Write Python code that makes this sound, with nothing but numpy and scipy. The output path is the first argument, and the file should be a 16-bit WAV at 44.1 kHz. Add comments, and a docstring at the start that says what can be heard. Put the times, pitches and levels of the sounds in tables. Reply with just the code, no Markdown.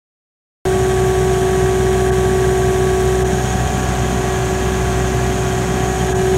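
"""In a workshop, a four-cylinder diesel loader runs at a governed speed and drives an earth auger.
A strong gear whine, the firing hum, gas rumble, knock and valve clatter are locked to the engine cycle;
a seven-piston hydraulic unit whines, and its pulsating oil jet hisses and rings the pipes.
The microphone in the cab turns from the auger to the door post and most of the way back,
through the standing waves of the whine. The sound cuts in after a silent start."""
import sys
import numpy as np
from scipy import signal
from scipy.fft import rfft, irfft, next_fast_len
from scipy.io import wavfile
from scipy.ndimage import map_coordinates

SR = 44100
rng = np.random.default_rng(int(sys.argv[2]) if len(sys.argv) > 2 else 0)


def output_pcm(signal):
    """Save a mono or channel-first signal as 16-bit PCM at the path in sys.argv[1].

    Samples are clipped to [-1, 1] before scaling.
    """
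    pcm = np.clip(np.atleast_2d(signal).T, -1, 1) * 32767
    wavfile.write(sys.argv[1], SR, np.round(pcm).astype(np.int16))


N = 280917

# Levels are relative within each source; orders are rounded to whole numbers in use.
# microphone path: t/s, place (0 = auger, 1 = door post)
MIC_PATH = [(3.12, 0.039), (3.6, 0.48), (4.4, 0.68), (5.55, 1), (5.88, 0.4), (6.3, 0.18)]
# spectrum of the oil jet: f/Hz, level/dB
JET_SPECTRUM = [(700, -30), (1700, -8), (2700, -3), (3250, -1.5), (4000, -9.5), (4900, -10.5), (5900, -1.5),
                (6800, 0), (7700, -1.5), (8600, -2.5), (10400, -8.5), (11300, -10), (13000, -14),
                (15600, -19)]
# modes of valve block and pipes: f/Hz, bandwidth/Hz, level at auger/dB, level at post/dB
PIPE_MODES = [(3170, 100, -1, -4.5), (5520, 29, -2, -11), (6550, 88, -0.5, 0.5), (6930, 180, -1.5, -4),
              (8300, 100, -3, -18), (8790, 80, -10, -13)]
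# knock of each cylinder, in firing order: level/dB
KNOCK_LEVELS = [-1.5, -1.5, -7, -13]
# modes of the engine block: f/Hz, bandwidth/Hz, level/dB
BLOCK_MODES = [(1649, 104, 3.5), (2050, 130, -5.5), (3230, 200, -12)]
# spectrum of valve and injector impacts: f/Hz, level/dB
IMPACT_SPECTRUM = [(200, -38), (500, -8), (620, -0.5), (850, -2.5), (1020, -1), (1300, -5), (1450, -4.5),
                   (1650, -3.5), (2000, -6), (2300, -6), (2800, -13.5), (3250, -10.5), (4200, -17),
                   (6000, -28), (15000, -55)]
# engine tones: order of the four-stroke cycle, level at auger/dB, level at post/dB
ENGINE_TONES = [(7, -42, -36), (11, -45, -42), (13, -39, -41), (22, -50, -45), (28, -37, -46),
                (38, -39.5, -39.5), (44, -44.5, -47), (62.57, -53, -43), (100.5, -43, -40.5),
                (105.3, -46, -54), (106.9, -45.5, -44), (121, -56, -47.5), (149.9, -59, -47)]
# hydraulic tones: order of the pump shaft, level at auger/dB, level at post/dB
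PUMP_TONES = [(6, -40, -33.5), (21, -31.5, -34), (28, -48, -44), (34, -45, -51), (35, -29, -32.5),
              (36, -43, -45), (50, -44, -52)]
# spectrum of exhaust and intake noise: f/Hz, level/dB
GAS_SPECTRUM = [(20, -24), (45, -11), (75, -2.5), (105, 1.5), (135, -2.5), (165, 1.5), (215, -2), (260, -7),
                (370, -8.5), (480, -16), (700, -15), (1300, -23), (2500, -33), (6000, -45.5)]
# overtones of the firing pulse: harmonic number, level at auger/dB, level at post/dB
FIRING_OVERTONES = [(2, -24.5, -25), (3, -34, -31.5), (4, -53, -39.5), (5, -67, -49)]
# gear mesh tone at the microphone: t/s, level/dB
MESH_LEVEL = [(0.7, -17), (2.95, -17), (3.23, -18), (3.61, -31), (4.4, -22.5), (6.0, -24.5), (6.22, -17.5),
              (6.35, -16)]
# mesh overtones standing in the cab, each with one loud or dead spot:
# harmonic number, level at auger/dB, level at post/dB, spot place, spot width, gain at spot/dB
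STANDING_WAVES = [(2, -31, -34.5, 0.46, 0.17, 5), (3, -35.5, -42.5, 0.24, 0.1, -12)]
# brief dips of the treble: t/s
TREBLE_DIPS = [2.110, 3.241, 6.142]

RPM, CYLINDERS, GEAR_TEETH = 1881, 4, 12
PISTONS, PUMP_RATIO = 7, 0.64  # pump turns per crank turn


def amp(db):
    """Amplitude ratio of a level in decibels."""
    return np.exp(np.asarray(db) * np.log(10) / 20)


def unit(x):
    """Normalisation to rms 1."""
    return x / np.sqrt(np.mean(x ** 2) + 1e-20)


def curve(rows):
    """Linear interpolation of (t/s, value) rows at every sample."""
    return np.interp(np.arange(N) / SR, *np.transpose(rows))


def wobble(rate):
    """Smooth random fluctuation: a spline of rms about 1 through `rate` knots a second."""
    knots = rng.standard_normal(int(N * rate / SR) + 4)
    steps = np.arange(0, len(knots) - 1, 1 / 8)
    return np.interp(np.arange(N) * rate / SR, steps, unit(map_coordinates(knots, [steps])))


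def spot(place, centre, width):
    """Gaussian weighting of place, 1 at the centre."""
    return np.exp(-((place - centre) / width) ** 2)


def filtered(x, response):
    """Linear filtering: the spectrum of x is multiplied by a frequency response."""
    size = next_fast_len(N + SR // 2)
    return irfft(rfft(x, size) * response(np.fft.rfftfreq(size, 1 / SR)), size)[:N]


def lowpass(x, cutoff_hz, slope):
    """Zero-phase low-pass: above the cutoff, amplitude falls as frequency to the power -slope."""
    return filtered(x, lambda hz: 1 / (1 + (hz / cutoff_hz) ** slope))


def coloured(x, spectrum):
    """Spectral shaping by (f/Hz, level/dB) points, at rms 1."""
    f, db = np.transpose(spectrum)
    return unit(filtered(x, lambda hz: amp(np.interp(np.log(hz + 1), np.log(f), db))))


def resonances(x, modes):
    """Modal superposition: x drives damped resonators of alternating sign; the sum has rms 1."""
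    def response(f):
        return sum((-1) ** k * amp(db) * 1j * f * width / (f0 ** 2 - f ** 2 + 1j * f * width)
                   for k, (f0, width, db) in enumerate(modes))
    return unit(filtered(x, response))


def ring(t60):
    """Impulse response of dense modes: noise of energy 1 that decays by 60 dB in t60 seconds."""
    t = np.arange(SR // 8) / SR
    tail = rng.standard_normal(len(t)) * amp(-60 * t / t60)
    return tail / np.linalg.norm(tail)


def cab_reflections(x, facing, wet_db, t60):
    """Reverberation: cab and workshop add reflections whose pattern changes as the microphone turns."""
    front, side = (signal.oaconvolve(x, ring(t60))[:N] for _ in range(2))
    return unit(x + amp(wet_db) * (np.sqrt(1 - facing) * front + np.sqrt(facing) * side))


def oil_flow(pump_turns, spurt, fade_strokes, scatter_db, grain_db):
    """Flow ripple: each piston adds a decaying, crackling spurt to the steady strength of the jet."""
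    strokes = pump_turns * PISTONS
    stroke = strokes.astype(int)
    piston_db = 1.1 * unit(rng.standard_normal(PISTONS))
    stroke_db = scatter_db * rng.standard_normal(N // 100)
    size = amp(piston_db[stroke % PISTONS] + stroke_db[stroke])
    decay = np.exp(-(strokes % 1) / fade_strokes)
    return (1 + spurt * size * decay) * amp(grain_db * wobble(2500))


def pipe_ring(flow, place, facing):
    """Forced resonance: the jet rings the pipes, and each side of the cab favours different modes."""
    jet = flow * rng.standard_normal(N)
    at_auger = resonances(jet, [(hz, width, db) for hz, width, db, _ in PIPE_MODES])
    at_post = resonances(jet, [(hz, width, db) for hz, width, _, db in PIPE_MODES])
    level = -39.5 + 4.5 * spot(place, centre=0.33, width=0.23)  # highest when facing the pipes
    return amp(level) * ((1 - facing) * at_auger + facing * at_post)


def oil_hiss(flow, facing):
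    """Jet noise follows the flow; towards the post its lower band rises and its top is shaded."""
    jet = coloured(flow * rng.standard_normal(N), JET_SPECTRUM)
    hiss = cab_reflections(jet, facing, wet_db=-4, t60=0.098)
    lower = lowpass(hiss, cutoff_hz=7900, slope=8)
    return amp(-34 + 2 * facing) * lower + amp(-34 - 2 * facing) * (hiss - lower)


def combustion_knock(cycles, fade_firings):
    """Transient excitation: each firing drives the block's modes with a burst, uneven among cylinders."""
    firings = cycles * CYLINDERS
    level = np.array(KNOCK_LEVELS)[firings.astype(int) % CYLINDERS]
    burst = rng.standard_normal(N) * amp(level) * np.exp(-(firings % 1) / fade_firings)
    return unit(lowpass(resonances(burst, BLOCK_MODES), cutoff_hz=4000, slope=4))


def valve_clatter(cycles, t60, scatter_db, jitter_s, parts):
    """Impact sound: each valve or injector strikes at its own angle of the cycle and rings the block."""
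    out = np.zeros(N + SR)
    whole_cycles = np.arange(int(cycles[-1]) + 1)
    for part in range(parts):
        angle = (part + rng.random()) / parts
        tick = ring(t60)
        late, size = rng.standard_normal((len(whole_cycles), 2)).T
        due = np.interp(whole_cycles + angle, cycles, np.arange(N), right=N + SR // 2)
        onsets = np.abs(due + late * jitter_s * SR).astype(int)
        for at, gain in zip(onsets, amp(scatter_db * size)):
            out[at:at + len(tick)] += gain * tick
    return coloured(out[:N], IMPACT_SPECTRUM)


def shaft_tones(turns, orders, facing, waver_db):
    """Rotational harmonics: tones locked to a shaft waver in level and vary with microphone direction."""
    out = np.zeros(N)
    waver = waver_db * wobble(5.4)
    for order, auger_db, post_db in orders:
        start, shift = rng.random(2)
        level = auger_db + (post_db - auger_db) * facing + np.roll(waver, int(shift * N))
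        out += amp(level) * np.sin(2 * np.pi * (round(order) * turns + start))
    return np.sqrt(2) * out


def gas_rumble(cycles, throb):
    """Amplitude modulation: exhaust and intake noise swells with each firing."""
    swell = 1 + throb * np.cos(2 * np.pi * CYLINDERS * cycles)
    return coloured(rng.standard_normal(N) * swell, GAS_SPECTRUM)


def firing_hum(cycles, place, facing):
    """Fourier series of the firing pulse: one pressure wave per firing, rising steeply, falling slowly."""
    phase = 2 * np.pi * CYLINDERS * cycles
    fundamental_db = -24 - 1.5 * place + 1.4 * wobble(5)
    overtones = sum(amp(auger_db + (post_db - auger_db) * facing) * np.sin(round(k) * phase)
                    for k, auger_db, post_db in FIRING_OVERTONES)
    return np.sqrt(2) * (amp(fundamental_db) * np.sin(phase) + overtones)


def gear_whine(crank_turns, place, flutter_db, waver_rad):
    """Periodic tooth contact radiates a mesh tone, whose overtones form standing waves in the cab."""
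    phase = 2 * np.pi * GEAR_TEETH * crank_turns + waver_rad * wobble(20)
    out = amp(curve(MESH_LEVEL) + 0.28 + flutter_db * wobble(25.02)) * np.cos(phase)
    for k, auger_db, post_db, centre, width, spot_db in STANDING_WAVES:
        level = auger_db + (post_db - auger_db) * place + spot_db * spot(place, centre, width)
        out += amp(level + k * flutter_db * wobble(25.2)) * np.cos(round(k) * phase)
    return np.sqrt(2) * out


def scene():
    """Superposition: engine and hydraulics, locked to the crank, add at the turning microphone."""
    rpm = RPM + 1.3 * wobble(3)  # the governor lets the speed wander
    crank_turns = np.cumsum(rpm) / 60 / SR
    cycles = crank_turns / 2  # four-stroke cycles
    pump_turns = crank_turns * PUMP_RATIO
    place = np.clip(curve(MIC_PATH), 0, 1)
    facing = np.clip(place / 0.56, 0, 1)  # share of the sound from the post's side of the cab

    hum = firing_hum(cycles, place, facing) + shaft_tones(cycles, ENGINE_TONES, facing, waver_db=1)
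    gears = gear_whine(crank_turns, place, flutter_db=0.26, waver_rad=0.043)
    pump = amp(-0.7) * shaft_tones(pump_turns, PUMP_TONES, facing, waver_db=1.4)
    gas = amp(-23 + 0.6 * facing) * gas_rumble(cycles, throb=0.32)
    impacts = valve_clatter(cycles, t60=0.032, scatter_db=1.6, jitter_s=0.00008, parts=20)
    valves = amp(-30.5 + 0.5 * facing) * cab_reflections(impacts, facing, wet_db=-1, t60=0.077)
    knock = amp(-36 - 5.5 * facing) * combustion_knock(cycles, fade_firings=0.4)
    flow = oil_flow(pump_turns, spurt=1.7, fade_strokes=0.3, scatter_db=0.6, grain_db=1)
    oil = oil_hiss(flow, facing) + pipe_ring(flow, place, facing)
    return (oil + knock + valves + pump + gas + hum + gears)[None]


def record(dry):
    """Gating and band limiting: the sound cuts in, and its treble dips briefly three times."""
    t = np.arange(N) / SR
    low = lowpass(dry[0], cutoff_hz=2000, slope=12)
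    dips = [1 - 0.81 * np.exp(-np.abs((t - at) / 0.01) ** 1.38) for at in TREBLE_DIPS]
    treble = np.prod(dips, axis=0) * (dry[0] - low)
    sound = (low + treble) * (t > 0.653)
    return lowpass(sound, cutoff_hz=15700, slope=400)[None]


dry = scene()
out = record(dry)
output_pcm(out)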